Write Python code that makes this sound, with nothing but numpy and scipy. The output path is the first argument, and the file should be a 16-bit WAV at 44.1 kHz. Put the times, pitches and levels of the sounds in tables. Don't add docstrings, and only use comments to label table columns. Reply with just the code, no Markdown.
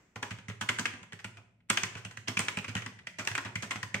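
import sys
import numpy as np
from scipy import signal
from scipy.fft import rfft, irfft
from scipy.io import wavfile

SR = 44100
rng = np.random.default_rng(int(sys.argv[2]) if len(sys.argv) > 2 else 0)


def generate_wav(signal):
    frames = np.transpose(np.atleast_2d(signal))
    scaled = np.clip(frames, -1, 1) * 32767
    pcm = np.round(scaled).astype(np.int16)
    wavfile.write(sys.argv[1], SR, pcm)


N = 176400

# start in seconds, desk thump level in dB,
# body bump level in dB, bump pitch in Hz.
PRESSES = [(0.16, -47, -51, 216), (0.228, -54, -57, 228), (0.313, -41, -45.5, 178),
           (0.387, -50.5, -56, 181), (0.487, -41, -43.5, 179), (0.617, -44, -45, 212.6),
           (0.691, -41, -48, 244), (0.794, -44, -40.5, 217), (0.934, -53, -57, 250),
           (1.018, -55, -56.5, 177), (1.134, -53.5, -52.5, 159.6), (1.249, -47.5, -50, 188.7),
           (1.375, -55, -77, 219), (1.704, -44.5, -41.5, 200), (1.834, -43.5, -45, 176),
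           (1.956, -44, -51.5, 162), (2.054, -50, -48.5, 177), (2.178, -49.5, -60, 210),
           (2.283, -42, -44.5, 238), (2.372, -49, -41.5, 196.4), (2.393, -42.5, -44.5, 222),
           (2.574, -46, -41, 187), (2.683, -42, -46, 222), (2.756, -37.5, -38.5, 180.4),
           (2.861, -50.5, -52, 245.5), (3.192, -47.5, -47.5, 220), (3.31, -42.5, -65, 163),
           (3.385, -66, -72, 247), (3.454, -44, -48, 191), (3.558, -39.5, -43, 172), (3.632, -49, -45, 207),
           (3.756, -44.5, -46.5, 208), (3.833, -45, -51.5, 167), (3.945, -42, -40, 195)]
PLACES = 5
HIT_SAMPLES, LEAD_S = 5292, 0.012
KEY_PAN_DB, DESK_PAN_DB = -1, -3
DIRECT_ALIKE_HZ, ROOM_ALIKE_HZ = 1970, 724


def keys():
    # start in seconds, chatter decay in seconds, then a level in dB (before
    # the trims below) and a resonance in Hz for the clack, for the tick and for the knock.
    impacts = [(0.1581, 0.0071, -41.5, 1910, -52, 6100, -43, 770),
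               (0.227, 0.003, -32.5, 1730, -42, 6100, -38, 930),
               (0.3071, 0.0037, -39, 2330, -49.5, 6200, -69, 930),
               (0.3148, 0.003, -41, 2200, -55, 6600, -55, 557),
               (0.3857, 0.0045, -50, 2600, -60, 6200, -61.5, 510),
               (0.483, 0.016, -44, 1920, -50.5, 6360, -55.5, 714),
               (0.4975, 0.0011, -44, 2010, -61, 5900, -48, 387),
               (0.6105, 0.0068, -33, 1510, -39.5, 6800, -43.5, 1050),
               (0.6205, 0.0074, -39, 1500, -57, 6100, -43.5, 990),
               (0.689, 0.0045, -25, 2110, -35, 7200, -49, 1010),
               (0.697, 0.0043, -44, 2000, -46, 6600, -38.5, 1030),
               (0.7859, 0.0076, -31, 1610, -41.5, 7100, -47.5, 720),
               (0.7944, 0.0049, -45, 1780, -35.5, 6500, -41.5, 940),
               (0.8553, 0.0043, -27.5, 2310, -39, 5760, -40, 1130),
               (0.935, 0.006, -46, 2270, -61, 6200, -56, 1090),
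               (1.0294, 0.0043, -51, 1840, -58.5, 6650, -55.5, 860),
               (1.122, 0.004, -44.5, 1930, -60, 6700, -56.5, 430),
               (1.131, 0.0018, -46, 1840, -53, 7900, -57, 402),
               (1.1895, 0.012, -48, 1930, -61, 4750, -69, 770),
               (1.2, 0.0035, -55, 1960, -60, 4800, -59, 800),
               (1.2434, 0.0039, -37, 2250, -47, 8450, -45.5, 900),
               (1.3694, 0.012, -50.5, 2355, -63, 5100, -60, 710),
               (1.603, 0.0039, -70.5, 2260, -92.5, 5000, -98, 420),
               (1.7001, 0.0028, -23.5, 2150, -28.5, 7950, -30, 1034),
               (1.7722, 0.0043, -24, 2420, -33.5, 5970, -38, 1030),
               (1.8335, 0.0041, -29, 1960, -35.5, 5900, -42, 1090),
               (1.9513, 0.0052, -41.5, 2490, -55, 6100, -47.5, 1110),
               (1.97, 0.026, -48, 1500, -54, 6000, -61.5, 1110),
               (2.0484, 0.0078, -40, 2770, -47.5, 7260, -50.5, 676),
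               (2.1092, 0.0086, -49, 1730, -56.5, 6440, -57, 970),
               (2.1716, 0.0017, -39.5, 1840, -50, 6640, -56, 545),
               (2.2733, 0.018, -37, 3220, -53, 5550, -46.5, 1110),
               (2.2815, 0.0044, -32, 2000, -36, 5530, -40.5, 770),
               (2.3703, 0.0076, -27, 2450, -38, 5900, -43, 1070),
               (2.3917, 0.0011, -28.5, 2270, -32.5, 8400, -32.5, 1050),
               (2.4829, 0.0033, -27, 2100, -38, 6500, -40, 1000),
               (2.5715, 0.0021, -32.5, 2620, -44, 7650, -41, 890),
               (2.5861, 0.0044, -35.5, 2550, -48.5, 5800, -65, 1040),
               (2.643, 0.0062, -37, 2250, -50.5, 5800, -49.5, 950),
               (2.6795, 0.023, -40, 2440, -49.5, 4900, -49.5, 487),
               (2.7519, 0.0017, -33, 2900, -42.5, 6400, -38.5, 432),
               (2.7659, 0.00033, -35.5, 1900, -47.5, 6450, -73, 900),
               (2.8203, 0.0034, -42, 2150, -54, 5840, -48, 1070),
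               (2.8613, 0.0037, -36.5, 2000, -46.5, 4900, -47, 1030),
               (2.9883, 0.0046, -49.5, 1980, -65, 4960, -81, 970),
               (3.07, 0.0029, -39, 2400, -48.5, 4870, -51.5, 650),
               (3.1855, 0.0043, -39.5, 2040, -45, 6030, -43, 616),
               (3.193, 0.016, -36.5, 2140, -44, 6440, -45, 680),
               (3.25, 0.0031, -46.5, 2140, -46, 7020, -52, 446),
               (3.273, 0.0024, -29.5, 1760, -35, 5300, -39.5, 960),
               (3.2853, 0.0017, -55, 2400, -53, 6000, -63, 900),
               (3.3139, 0.0042, -37.5, 1770, -48, 5200, -52, 755),
               (3.3512, 0.0027, -31, 2280, -40.5, 7300, -40, 1060),
               (3.3779, 0.0049, -32.5, 1580, -41, 6360, -37.5, 975),
               (3.4484, 0.016, -38.5, 1710, -50, 5130, -46.5, 935),
               (3.555, 0.0042, -31, 2300, -43, 6400, -55, 643),
               (3.623, 0.0058, -39.5, 1740, -42, 6540, -45, 645),
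               (3.6297, 0.014, -39, 1910, -48, 6100, -49, 664),
               (3.7077, 0.011, -30, 2010, -40, 7340, -43, 1130),
               (3.7561, 0.01, -37.5, 2220, -49, 5900, -46, 770),
               (3.8289, 0.0037, -35, 1760, -42.5, 4700, -42.5, 950),
               (3.9428, 0.0079, -30.5, 2250, -40.5, 6100, -39.5, 597)]
    # frequency in Hz, relative level in dB.
    clack_tone = [(300, -25), (700, -19), (1050, -9), (1500, -1), (2500, -1), (3100, 0.5), (3900, -5.5),
                  (5500, -29), (12000, -81.5)]
    tick_tone = [(1500, -9), (3300, -1.5), (4500, 0.5), (6100, 1), (8300, -2), (9300, -7), (11000, -19),
                 (13500, -17.5), (15500, -23.5)]
    knock_tone = [(100, -10.5), (230, -2.5), (310, -8.5), (380, -4), (500, -8.5), (780, -7.5), (1050, -7.5),
                  (1400, -2), (3000, -46)]
    # centre in Hz, width in Hz, lift in dB.
    shell_modes = [(575, 14, 3.5), (1014, 52, 4.5), (1560, 610, 1), (1947, 75, 3), (2550, 240, 3.5),
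                   (3786, 350, -3.5), (6300, 150, 2.5), (8240, 830, 2)]
    hz = np.fft.rfftfreq(HIT_SAMPLES, 1 / SR)
    shell = sum(db / (1 + (2 * (hz - centre) / width) ** 2) for centre, width, db in shell_modes)
    clack_base, tick_base, knock_base = (
        curve(tone, hz) + shell for tone in (clack_tone, tick_tone, knock_tone))

    def lift(centre, db, octaves):
        return db / (1 + (np.log2((hz + 1) / centre) / octaves) ** 2)

    out = np.zeros((PLACES, 2, N))
    for i, (at, decay, clack_db, clack_hz, tick_db, tick_hz, knock_db, knock_hz) in enumerate(impacts):
        tick_eq = tick_base + lift(tick_hz, db=4, octaves=0.25)
        clack_eq = clack_base + lift(clack_hz, db=9, octaves=0.19)
        clack_eq += lift(0.62 * clack_hz, db=5, octaves=0.27)
        knock_eq = knock_base + lift(knock_hz, db=7, octaves=0.18)
        tick = chatter(tick_eq, tick_db + 0.5, attack_s=0.00051, decay_s=decay)
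        clack = chatter(clack_eq, clack_db - 1, attack_s=0.0009, decay_s=decay)
        knock = chatter(knock_eq, knock_db - 1, attack_s=0.0021, decay_s=2.02 * decay)
        place, start = out[i % PLACES], at - LEAD_S
        add(place, tick, start)
        add(place, (clack + knock) * pan(KEY_PAN_DB), start + 0.0004)
    return out


def chatter(eq_db, db, attack_s, decay_s):
    t = np.arange(HIT_SAMPLES) / SR - LEAD_S
    after = np.maximum(t, 0)
    slide = undb(-17) * np.exp(-abs(t) / 0.002)
    shell_ring = undb(-19) * np.exp(-after / 0.029)
    blow = (1 - np.exp(-(after / attack_s) ** 2)) * (np.exp(-after / decay_s) + shell_ring)
    landings = np.cumsum(0.0092 * (0.5 + rng.random(3)))
    bounces = sum(undb(-19.5 - 15.5 * k) * (t > at) * np.exp(-abs(t - at) / 0.0025)
                  for k, at in enumerate(landings))
    contacts = rng.standard_normal((2, len(t)))
    contacts *= undb(7 * rng.standard_normal(len(t)))
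    flurry = stereo_pair(contacts * (blow + slide + bounces), DIRECT_ALIKE_HZ)
    return level(colour(flurry, eq_db), db, length_s=0.01, start_s=LEAD_S)


def snaps():
    # start in seconds, pitch in Hz, peak level in dB, T60 in seconds.
    square_hits = [(0.2267, 943, -32, 0.015), (.484, 2000, -29.5, 0.0044), (0.6122, 1670, -28, 0.0065),
                   (.6135, 1280, -33.5, .016), (.6895, 2030, -20, 0.0055), (.6913, 2160, -17.5, 0.0028),
                   (.6925, 1413, -23, 0.011), (0.7868, 1660, -22, 0.004), (.8554, 2060, -15, 0.0023),
                   (.8578, 2140, -34.5, .01), (1.1315, 1750, -37, .006), (1.7726, 2420, -20, 0.0052),
                   (2.37, 2490, -22, 0.0045), (2.3747, 2450, -23, 0.013), (2.4836, 2020, -29, 0.0046),
                   (2.4864, 2200, -28, 0.0024), (2.5711, 2560, -27.5, 0.0061), (2.7518, 1940, -32, 0.0088),
                   (2.765, 1950, -32, .008), (3.0712, 1990, -28, 0.0083), (3.274, 2640, -20.5, 0.0075),
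                   (3.3525, 1460, -28, .01), (3.3528, 1990, -20, 0.0022), (3.379, 1470, -22, 0.0042),
                   (3.3829, 1880, -23.5, 0.007), (3.5584, 2070, -30, 0.029), (3.7084, 2040, -27, 0.015),
                   (3.8298, 1850, -27, 0.011), (3.944, 2090, -16.5, 0.0055)]
    out = np.zeros((PLACES, 1, N))
    for i, (at, hz, db, t60) in enumerate(square_hits):
        mode = ring(hz, t60, swell_s=0.0016)
        add(out[i % PLACES], undb(db) * mode / abs(mode).max(), at)
    return out * pan(KEY_PAN_DB)


def pings():
    # start in seconds, pitch in Hz, gain in dB.
    glancing_hits = [(.7862, 8250, -26), (1.7004, 8230, -8), (1.834, 6000, -18), (2.281, 5060, -24),
                     (2.392, 8400, -16)]
    out = np.zeros(N)
    for at, hz, db in glancing_hits:
        add(out, undb(db) * ring(hz, t60=0.0092, swell_s=0.000097), at)
    return out * undb([[-27.5], [0]])


def body_bumps():
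    # ratio to the bump pitch, relative level in dB, T60 in seconds.
    body_modes = [(0.822, -1.5, 0.086), (1, 7, 0.057), (1.242, -11, 0.1)]
    out = np.zeros(N)
    for at, _, db, hz in PRESSES:
        bump = sum(undb(mode_db) * ring(hz * ratio, t60, swell_s=0.014)
                   for ratio, mode_db, t60 in body_modes)
        add(out, level(bump, db, length_s=0.04), at)
    return out * pan(DESK_PAN_DB)


def desk_thumps():
    # frequency in Hz, relative level in dB, T60 in seconds.
    desk_modes = [(104.1, -2.5, 0.59), (112.8, 7.5, 0.27), (131, 7.5, 0.099)]
    thump = sum(undb(db) * ring(hz, t60, swell_s=0.01) for hz, db, t60 in desk_modes)
    out = np.zeros(N)
    for at, db, _, _ in PRESSES:
        add(out, level(thump, db - 0.5, length_s=0.04), at)
    return out * pan(DESK_PAN_DB)


def room(x):
    # centre in Hz, level in dB, T60 in seconds.
    bands = [(80.4, -5, 3), (167, -6.5, 3.4), (322, 0.5, 0.53), (590, -2.5, 0.89), (1170, -6.5, 0.56),
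             (2310, -8, 0.63), (4630, -5, 0.48), (8900, -6.5, 0.53), (16000, 2, 0.25)]
    t, hz = np.arange(SR) / SR, np.fft.rfftfreq(SR, 1 / SR)
    grain = np.log(undb(7.5)) * np.exp(-t / 0.1)
    echoes = rng.standard_normal((2, SR)) * np.exp(grain * rng.standard_normal(SR) - grain ** 2)
    spectrum = rfft(stereo_pair(echoes, ROOM_ALIKE_HZ))
    early_lift = 1 + undb(-7.5) * np.exp(-t / 0.082)
    onset = 1 - np.exp(-(t / 0.0023) ** 2)
    log_centres = np.log([row[0] for row in bands])
    response = 0
    for share, (_, db, t60) in zip(np.eye(len(bands)), bands):
        band = irfft(spectrum * np.interp(np.log(hz + 1), log_centres, share), SR)
        envelope = fade(t, t60) * early_lift * onset
        response += undb(db) * band * envelope / np.sqrt(np.sum(envelope ** 2))
    return signal.fftconvolve(x, response, axes=1)[:, :N]


def opening_tail():
    # frequency in Hz, relative level in dB.
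    tail_tone = [(100, 6), (300, 4), (700, -5.5), (2200, -3.5), (4000, -19.5), (6500, -13), (7700, -13),
                 (9500, -34.5), (16000, -27)]
    return diffuse_noise(tail_tone, db=-63) * fade(np.arange(N) / SR, t60=1)


def room_tone():
    # frequency in Hz, relative level in dB.
    air_tone = [(25, 12), (50, 4), (110, 0), (230, -3), (400, -14), (900, -27), (2300, -25), (3300, -34),
                (16000, -46)]
    return diffuse_noise(air_tone, db=-70.5)


def diffuse_noise(tone, db):
    noise = stereo_pair(rng.standard_normal((2, N)), ROOM_ALIKE_HZ)
    eq_db = curve(tone, np.fft.rfftfreq(N, 1 / SR))
    return level(colour(noise, eq_db), db, length_s=N / SR)


def ring(hz, t60, swell_s):
    t = np.arange(SR // 2) / SR
    return np.sin(2 * np.pi * hz * t) * fade(t, t60) * (1 - np.exp(-t / swell_s))


def fade(t, t60):
    return np.exp(-np.log(1000) * t / t60)


def undb(db):
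    return 10 ** (np.asarray(db) / 20)


def curve(tone, hz):
    points_hz, points_db = np.transpose(tone)
    return np.interp(np.log(hz + 1), np.log(points_hz), points_db)


def colour(x, eq_db):
    n = x.shape[-1]
    cepstrum = irfft(np.log(undb(eq_db)), n)
    cepstrum[1:n // 2] *= 2
    cepstrum[n // 2 + 1:] = 0
    return irfft(rfft(x) * np.exp(rfft(cepstrum)), n)


def stereo_pair(x, alike_hz):
    n = x.shape[-1]
    alike = 1 / (1 + (np.fft.rfftfreq(n, 1 / SR) / alike_hz) ** 2)
    mid, side = rfft(x) * np.sqrt([(1 + alike) / 2, (1 - alike) / 2])
    return irfft(np.array([mid + side, mid - side]), n)


def pan(db):
    return undb(np.array([[db], [-db]]) / 2)


def level(x, db, length_s, start_s=0):
    stretch = x[..., int(start_s * SR):int((start_s + length_s) * SR)]
    return x * undb(db) / np.sqrt(np.mean(stretch ** 2))


def add(out, x, at):
    i = max(int(at * SR), 0)
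    out[..., i:i + x.shape[-1]] += x[..., :N - i]


def scene():
    places = keys() + snaps()
    cap_pings, bumps, thumps = pings(), body_bumps(), desk_thumps()
    left, right = places.sum(axis=0) + cap_pings + bumps + thumps
    right = np.interp(np.arange(N) - 4, np.arange(N), right)
    send = undb(-18) * cap_pings + undb(-4) * bumps + undb(-8) * thumps
    echoes = sum(room(place) for place in places)
    echoes += room(np.tile(send.mean(axis=0), (2, 1)))
    return np.array([left, right]) + echoes + opening_tail() + room_tone()


def record(dry, low_cut_hz=75, top_hz=15600):
    thin = signal.sosfilt(signal.butter(2, low_cut_hz, "high", fs=SR, output="sos"), dry)
    return signal.sosfilt(signal.ellip(8, 0.2, 70, top_hz, fs=SR, output="sos"), thin)


dry = scene()
out = record(dry)
generate_wav(out)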